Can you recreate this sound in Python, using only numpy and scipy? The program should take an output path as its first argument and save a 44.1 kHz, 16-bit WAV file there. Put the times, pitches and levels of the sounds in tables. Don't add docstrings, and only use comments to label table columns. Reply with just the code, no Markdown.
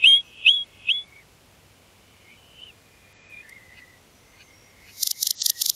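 import sys
import numpy as np
from scipy import signal
from scipy.fft import rfft, irfft, next_fast_len
from scipy.io import wavfile
from scipy.ndimage import uniform_filter1d

SR = 44100
rng = np.random.default_rng(int(sys.argv[2]) if len(sys.argv) > 2 else 0)


def natural_amplitude(level_db):
    exponent = np.asarray(level_db, float) / 20
    return 10 ** exponent


def wav_record(signal):
    frames = np.transpose(np.atleast_2d(signal))
    bounded = np.clip(frames, -1, 1)
    quanta = np.round(bounded * 32767).astype(np.int16)
    wavfile.write(sys.argv[1], SR, quanta)


N = 253575
M = N + SR // 2


def unit(x):
    return x / np.sqrt(np.mean(x ** 2) + 1e-20)


def along(points, hz):
    f, v = np.transpose(points)
    return np.interp(np.log(hz + 1), np.log(f + 1), v)


def filtered(x, response):
    m = next_fast_len(x.shape[-1] + 8192)
    return irfft(rfft(x, m) * response(np.fft.rfftfreq(m, 1 / SR)), m)[..., :x.shape[-1]]


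def wander(count, width):
    noise = rng.standard_normal(count)
    return unit(uniform_filter1d(uniform_filter1d(noise, size=width), size=width))


def note(rows, overtones, jitter_hz, flutter_db):
    s, hz, db = np.transpose(rows)
    t = np.arange(round(s[0] * SR), round(s[-1] * SR)) / SR
    shake, flutter = wander(len(t), 100), wander(len(t), 300)
    pitch = uniform_filter1d(np.interp(t, s, hz), size=200) + jitter_hz * shake
    phase = 2 * np.pi * np.cumsum(pitch) / SR
    level_db = np.interp(t, s, db)
    effort_db = level_db - db.max()
    gape = pitch / pitch.max()
    tone = np.sin(phase)
    for k, overtone_db in overtones:
        strength = natural_amplitude(overtone_db + (.4 * k + 1.13) * effort_db) * gape ** (3.7 * k - 3)
        tone = tone + strength * np.sin(k * phase)
    edges = np.clip(np.minimum(t - s[0], s[-1] - t) / 0.001, 0, 1)
    return round(s[0] * SR), np.sqrt(2) * natural_amplitude(level_db + flutter_db * flutter) * edges * tone


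def add(out, start, sound, echoes, tails, dull_hz=20000):
    t = np.arange(SR) / SR
    decay = sum(natural_amplitude(db - 60 * t / t60) / np.sqrt(t60 * SR / 14) for db, t60 in tails)
    leaves = filtered(rng.standard_normal(SR), lambda f: 1 / (1 + (f / dull_hz) ** 6))
    answer = leaves * decay * (t > .004)
    answer[0] = 1
    for delay, db in echoes:
        answer += natural_amplitude(db) * np.sinc((t - delay) * SR)
    heard = signal.fftconvolve(sound, answer[::-1])
    first = start - SR + 1
    out[max(first, 0):first + len(heard)] += heard[max(-first, 0):]


# (frequency [Hz], density [dB per Hz])
AIR_SPECTRUM = [(15, -45.5), (25, 3), (104, -5.5), (351, -12), (526, -11.5), (602, -13.5), (1280, -17.5),
                (1720, -19.5), (1970, -19.5), (2440, -17), (3970, -21.5), (12000, -27.5), (15700, -34)]


def air():
    hiss = unit(filtered(rng.standard_normal(M), lambda f: natural_amplitude(along(AIR_SPECTRUM, f))))
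    hum = natural_amplitude(-10.0) * np.sin(2 * np.pi * 98 * np.arange(M) / SR)
    return natural_amplitude(-54.5) * (hum + hiss)


# (time [s], level [dB])
TWIG_SNAPS = [
    (3.495, -32),
    (4.906, -50),
]


def twigs():
    out, t = np.zeros(M), np.arange(-200, 200) / SR
    color = [(1000, -14), (4200, -19), (4600, 1.0), (5000, -9), (11000, -7.5), (15000, -27.5)]  # Hz, dB
    for s, db in TWIG_SNAPS:
        burst = rng.standard_normal(400) * np.exp(-(t / 0.0023) ** 2)
        out[round(s * SR) - 200:][:400] = natural_amplitude(db) * burst
    return filtered(out, lambda f: natural_amplitude(along(color, f)))


def piped_shape(start, length, hz, db):
    edge_s, edge_db = .015, 12
    u = np.arange(21) / 20
    edge = np.clip(1 - np.minimum(u, 1 - u) * length / edge_s, 0, 1)
    return np.transpose([start + u * length, hz(u), db - edge_db * edge])


# (start [s], length [s], first pitch [Hz], last pitch [Hz], level [dB])
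FAR_GLIDES = [(.09, .11, 2176, 2253, -47.5), (.92, 0.092, 2137, 2190, -55), (1.11, 0.11, 2170, 2270, -54.5),
              (1.199, .04, 2256, 1794, -59), (2.26, 0.116, 2128, 2334, -61), (3.6, 0.077, 2023, 2050, -63),
              (3.704, 0.071, 1968, 2067, -56.5), (3.769, 0.086, 2000, 1932, -51),
              (3.865, 0.133, 1970, 1974, -61.5), (4.218, .06, 1993, 2050, -71),
              (4.315, .08, 2020, 2147, -62.5), (4.48, .08, 2080, 2163, -63.5),
              (4.76, 0.128, 2150, 2187, -60.5), (4.97, .06, 2207, 2080, -58), (5.15, .07, 1980, 2290, -54),
              (5.256, 0.1, 2088, 2030, -57), (5.479, .06, 1890, 1850, -52),
              (5.56, 0.093, 1912, 1903, -55.5), (3.45, 0.054, 1790, 1795, -56.5),
              (2.24, .1, 2020, 2200, -69), (2.299, .07, 2300, 2520, -60.5), (4.8, .12, 1980, 2010, -68),
              (5.053, .08, 2130, 2060, -56), (5.26, 0.08, 1850, 1800, -66)]
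# (start [s], length [s], first pitch [Hz], last pitch [Hz], level [dB])
FAR_HIGH = [
    (.25, .07, 5850, 5940, -68),
    (.55, .07, 5600, 5844, -72),
    (4.15, 0.09, 5900, 5980, -72),
    (4.3, .07, 5950, 6150, -71),
    (4.41, 0.1, 6290, 6300, -67),
    (4.54, 0.12, 5600, 5550, -68),
]


def far_glides():
    out = np.zeros(M)
    for s, length, first_hz, last_hz, db in FAR_GLIDES + FAR_HIGH:
        rows = piped_shape(s, length, lambda u: first_hz + (last_hz - first_hz) * u, db)
        tone = note(rows, [], jitter_hz=60, flutter_db=3.5)
        add(out, *tone, [(.017, -9.5), (.029, -4.5)], [(-8.0, .25), (-2.5, 3.1)])
    return out


# (start [s], length [s], end pitch [Hz], middle pitch [Hz], level [dB])
FAR_ARCHES = [
    (2.575, .14, 2550, 3090, -50),
    (3.298, 0.137, 2530, 2400, -49.5),
    (3.49, .12, 1783, 2159, -49.5),
    (4.56, .155, 5540, 5790, -65),
]


def far_arches():
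    out = np.zeros(M)
    late, roundness = 1.2, 1.5
    for s, length, end_hz, mid_hz, db in FAR_ARCHES:
        def arch(u):
            return mid_hz + (end_hz - mid_hz) * abs(2 * u ** late - 1) ** roundness
        tone = note(piped_shape(s, length, arch, db), [], jitter_hz=25, flutter_db=5.0)
        add(out, *tone, [(.021, -17), (.034, -25)], [(-6.5, 0.23), (-7.0, 2.9)])
    return out


# (middle [s], level [dB], half length [s])
CHUCKS = [
    (3.786, -50.5, 0.017),
    (4.416, -49, 0.014),
    (4.896, -50, 0.019),
]
# (center [Hz], width [Hz], level [dB])
THROAT = [(1600, 200, -6), (2480, 300, 0), (2880, 250, -3.5), (4400, 320, -3.5)]


def chucks():
    out, t = np.zeros(M), np.arange(-2000, 2000) / SR

    def throat(f):
        return sum(natural_amplitude(db) * 1j * f * w / (c * c - f * f + 1j * f * w) for c, w, db in THROAT)

    def color(f):
        return throat(f) ** 2 + 0.26 * (f > 1500) * (f < 5200)

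    for s, db, half in CHUCKS:
        rasp = unit(filtered(rng.standard_normal(len(t)), color)) * np.exp(-(t / half) ** 4)
        add(out, round(s * SR) - 2000, natural_amplitude(db) * rasp, [], [(-4.0, 0.24)])
    return out


def ducking():
    dip_s, dip_db, attack_s, release_s = 5.1, 6, .2, .9
    times = [dip_s - attack_s, dip_s, dip_s + release_s]
    return natural_amplitude(np.interp(np.arange(M) / SR, times, [0, -dip_db, 0]))


def splashes():
    t = np.arange(M) / SR
    late_s, half_width_s, under_db = 0.018, .012, -39
    size = np.zeros(M)
    for s, _, db, *_ in WHISTLES:
        size += natural_amplitude(db + under_db) * np.exp(-((t - s - late_s) / half_width_s) ** 4)
    return size * unit(filtered(rng.standard_normal(M), lambda f: (f > 200) / (1 + (f / 3000) ** 2)))


def pips():
    out, t = np.zeros(M), np.arange(-600, 600) / SR
    late_s, under_db, pitch_hz = .015, -33, 3250

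    def color(f):
        return (f > pitch_hz - 400) / (1 + ((f - pitch_hz) / 1200) ** 2)

    for s, db in RATTLE[2::3]:
        breath = unit(filtered(rng.standard_normal(len(t)), color)) * np.exp(-(t / .006) ** 4)
        out[round((s + late_s) * SR) - 600:][:1200] += natural_amplitude(db + under_db) * breath
    return out


# (middle [s], peak level [dB])
RATTLE = [(5.033, -11.5), (5.0734, -13), (5.1132, -14), (5.2304, -12), (5.272, -13), (5.3098, -14.5),
          (5.4214, -12.5), (5.4638, -11), (5.5012, -11), (5.6205, -12), (5.6619, -12), (5.6988, -9.5),
          (5.815, -7.5), (5.856, -12)]
# (frequency [Hz], level [dB])
RATTLE_COLOR = [(500, -26.5), (1500, -15.5), (2400, -13), (3200, -5.5), (4500, -3), (5600, 0.5), (7200, -1.5),
                (8200, -17), (9800, -1), (10600, -7), (12500, 1), (14500, -1.5), (16000, -28.5)]
# (delay [s], level [dB])
RATTLE_ECHOES = [(.00175, -5), (.00265, -8), (.0046, -13), (.0112, -19), (.0157, -20)]


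def rattle():
    out = np.zeros(M)
    t = np.arange(-300, 300) / SR
    for (s, db), vary in zip(RATTLE, rng.standard_normal((len(RATTLE), 8))):
        octave_s = .0028 + .0002 * vary[2]
        hz = 4900 * (1 + .04 * vary[0]) * 2 ** (t / octave_s)
        phase = 2 * np.pi * np.cumsum(hz) / SR + 3 * vary[1]
        octave = 0.97 * np.sin(2 * phase) * (hz < 9000)
        puff = 0.26 * rng.standard_normal(len(t))
        click = natural_amplitude(db) * (np.sin(phase) + octave + puff) * np.exp(-(t / .0017) ** 4)
        echoes = [(delay * (1 + 0.035 * v), level + 3.5 * v)
                  for (delay, level), v in zip(RATTLE_ECHOES, vary[3:])]
        add(out, round((s + .0006) * SR) - 300, click, echoes, [(-7.5, 0.16), (-20.5, .7)])
    return filtered(out, lambda f: natural_amplitude(along(RATTLE_COLOR, f)))


def whistle_shape(start, length, db, top_hz, glide_s, sag_db, release_s, drift_hz, push_s, push_hz):
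    low_hz, foot_s = 2530, .003
    knee_share, knee_hz = .66, 213.7
    flick_hz, flick_s, push_half_s = 122, .016, .04
    attack_s, attack_db, top_share, fade_power = 0.0065, 30, .15, 1.25
    knee, up = attack_s + knee_share * glide_s, attack_s + glide_s
    t = np.arange(0, length, 1 / 1000)
    hz = np.interp(t, [attack_s + foot_s, knee, up, length - flick_s, length],
                   [low_hz, top_hz - knee_hz, top_hz, top_hz, top_hz + flick_hz])
    drift = drift_hz * np.clip(t - up, 0, 1)
    push = push_hz * np.clip(1 - abs(t - push_s) / push_half_s, 0, 1)
    level = np.interp(t, [0, attack_s, knee, up, length], [-attack_db, 0, 0, -top_share * sag_db, -sag_db])
    fade = 20 * fade_power * np.log10(np.clip((length - t) / release_s, 1 / 50, 1))
    return np.transpose([start + t, hz + drift + push, db + level + fade])


# (start [s], length [s], level [dB], held pitch [Hz], glide [s])
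WHISTLES = [
    (.034, .188, -11.5, 3205, .039),
    (.458, .19, -12.5, 3320, .039),
    (.883, .174, -18, 3360, .036),
]
# (sag by the end [dB], release [s], drift [Hz/s], push after start [s], push [Hz])
EFFORT = [
    (6, 0.06, 400, .142, 95),
    (15, 0.033, -150, 0.092, 84),
    (20, .075, 699.5, 0.053, 11),
]
# (multiple [1], level at the top of the glide [dB])
OVERTONES = [
    [(2, -34), (3, -18.5)],
    [(2, -31), (3, -31.5)],
    [(2, -32.5), (3, -49)],
]
# (delay [s], level [dB])
WHISTLE_ECHOES = [(.00343, -8), (0.0126, -12), (0.02, -25.5)]


def whistles():
    out = np.zeros(M)
    for row, effort, overtones in zip(WHISTLES, EFFORT, OVERTONES):
        tone = note(whistle_shape(*row, *effort), overtones, jitter_hz=7, flutter_db=.5)
        add(out, *tone, WHISTLE_ECHOES, [(-17, 0.16), (-22, .8)], dull_hz=3170)
    return out


def scene():
    background = air() + twigs() + far_glides() + far_arches() + chucks()
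    near = pips() + splashes() + rattle() + whistles()
    return np.tile((near + ducking() * background)[:N], (2, 1))


def smoothed_power(z, bins, frames):
    power = uniform_filter1d(abs(z) ** 2, size=bins, axis=0)
    return abs(uniform_filter1d(power, size=frames, axis=1))


def block(hz, t, start, end, low, high):
    return ((hz > low) & (hz < high))[:, None] & (t >= start) & (t < end)


# (frequency [Hz], level [dB])
GRAIN = [(200, -67), (1900, -64.5), (2050, -49.5), (2900, -41.5), (3600, -26), (3950, -45.5), (4100, -62),
         (8000, -63), (9000, -81.5)]


def grainy(x):
    true, grain = signal.stft([x, rng.standard_normal(N)], SR, nperseg=512)[2]
    hz = np.fft.rfftfreq(512, 1 / SR)
    song = smoothed_power(true, 1, 3)[(hz > 2000) & (hz < 4100)].sum(0)
    under_song = natural_amplitude(along(GRAIN, hz))[:, None] ** 2 * song
    under_treble = natural_amplitude(-53.5) * smoothed_power(true, 25, 5) * (hz > 4650)[:, None]
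    halo = np.sqrt(under_song + under_treble)
    grain = grain / np.sqrt(np.mean(abs(grain) ** 2))
    return x + signal.istft(halo * grain, SR, nperseg=512)[1][:N]


# (from [lengths], to [lengths], low [Hz], high [Hz], level [dB])
STARVED = [
    (-.6, .2, 11600, 16000, -10),
    (.15, 1.1, 11600, 16000, -25),
    (-.3, .13, 8200, 9600, -18),
]
# (low [Hz], high [Hz], tone louder than [dB])
MASKED = [(4050, 4700, -25), (4700, 5450, -15.5), (7000, 7900, -14.5)]
# (start [s], length [s], above [Hz], level [dB])
LOST_TREBLE = [
    (2.62, .04, 11600, -8),
    (3.13, .165, 8000, -40),
    (5.35, .082, 8300, -32),
]


def starve(mid, hz, t):
    for s, length, *_ in WHISTLES:
        for a, b, low, high, db in STARVED:
            mid[block(hz, t, s + a * length, s + b * length, low, high)] *= natural_amplitude(db)
    for row, effort in zip(WHISTLES, EFFORT):
        s, pitch, db = whistle_shape(*row, *effort).T
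        for low, high, over_db in MASKED:
            loud = s[(pitch >= row[3] - 60) & (db > over_db)]
            mid[block(hz, t, loud.min(initial=N), loud.max(initial=0), low, high)] *= natural_amplitude(-28)
    for s, length, low, db in LOST_TREBLE:
        mid[block(hz, t, s, s + length, low, SR)] *= natural_amplitude(db)


# (start [s], length [s], above [Hz], level under the sum [dB])
RATTLE_APART = [
    (5.02, .11, 9900, -27),
    (5.427, .03, 4200, -22),
    (5.575, .068, 4200, -14),
]


def difference(mid, grain, hz, t):
    chance = rng.random((len(hz) // 4 + 1, len(t) // 16 + 1)) < .03
    patches = np.kron(chance, np.ones((4, 16)))[:len(hz), :len(t)]
    apart = natural_amplitude(-14.5) * patches * ((hz > 2000) & (hz < 14000))[:, None]
    for s, length, *_ in WHISTLES:
        end = s + .7 * length
        apart[block(hz, t, s, end, 2300, 4000)] = natural_amplitude(-26.5)
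        apart[block(hz, t, s, end, 9400, 11400)] = natural_amplitude(-12)
    for s, length, low, db in RATTLE_APART:
        apart[block(hz, t, s, s + length, low, SR)] = natural_amplitude(db)
    return apart * (abs(mid) * grain[::-1] - 0.36 * mid)


def replicated_treble(x):
    shift_hz, split_hz = 22 * SR / 128, 7950
    x = grainy(x)
    carrier = np.exp(2j * np.pi * shift_hz * np.arange(N) / SR)
    copy = (signal.hilbert(x, next_fast_len(N))[:N] * carrier).real
    hz, t, (true, moved, grain) = signal.stft([x, copy, rng.standard_normal(N)], SR, nperseg=256)
    grain /= np.sqrt(np.mean(abs(grain) ** 2))
    moved += .5 * grain * np.sqrt(smoothed_power(moved, 9, 3))
    leak = natural_amplitude(-78)
    moved *= np.sqrt(smoothed_power(true, 11, 3) / (smoothed_power(moved, 6, 3) + 1e-20) + leak)
    mid = np.where((hz > split_hz)[:, None], moved, true)
    starve(mid, hz, t)
    side = difference(mid, grain, hz, t)
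    return signal.istft([mid + side, mid - side], SR, nperseg=256)[1][:, :N]


def roll_off(x):
    return signal.sosfilt(signal.butter(12, 15850, fs=SR, output="sos"), x)


def record(dry):
    heard = filtered(dry.mean(0), lambda f: f ** 4 / (f ** 4 + 47 ** 4))
    mix = filtered(replicated_treble(heard), lambda f: f < 15750)
    return roll_off(mix)


dry = scene()
out = record(dry)
wav_record(out)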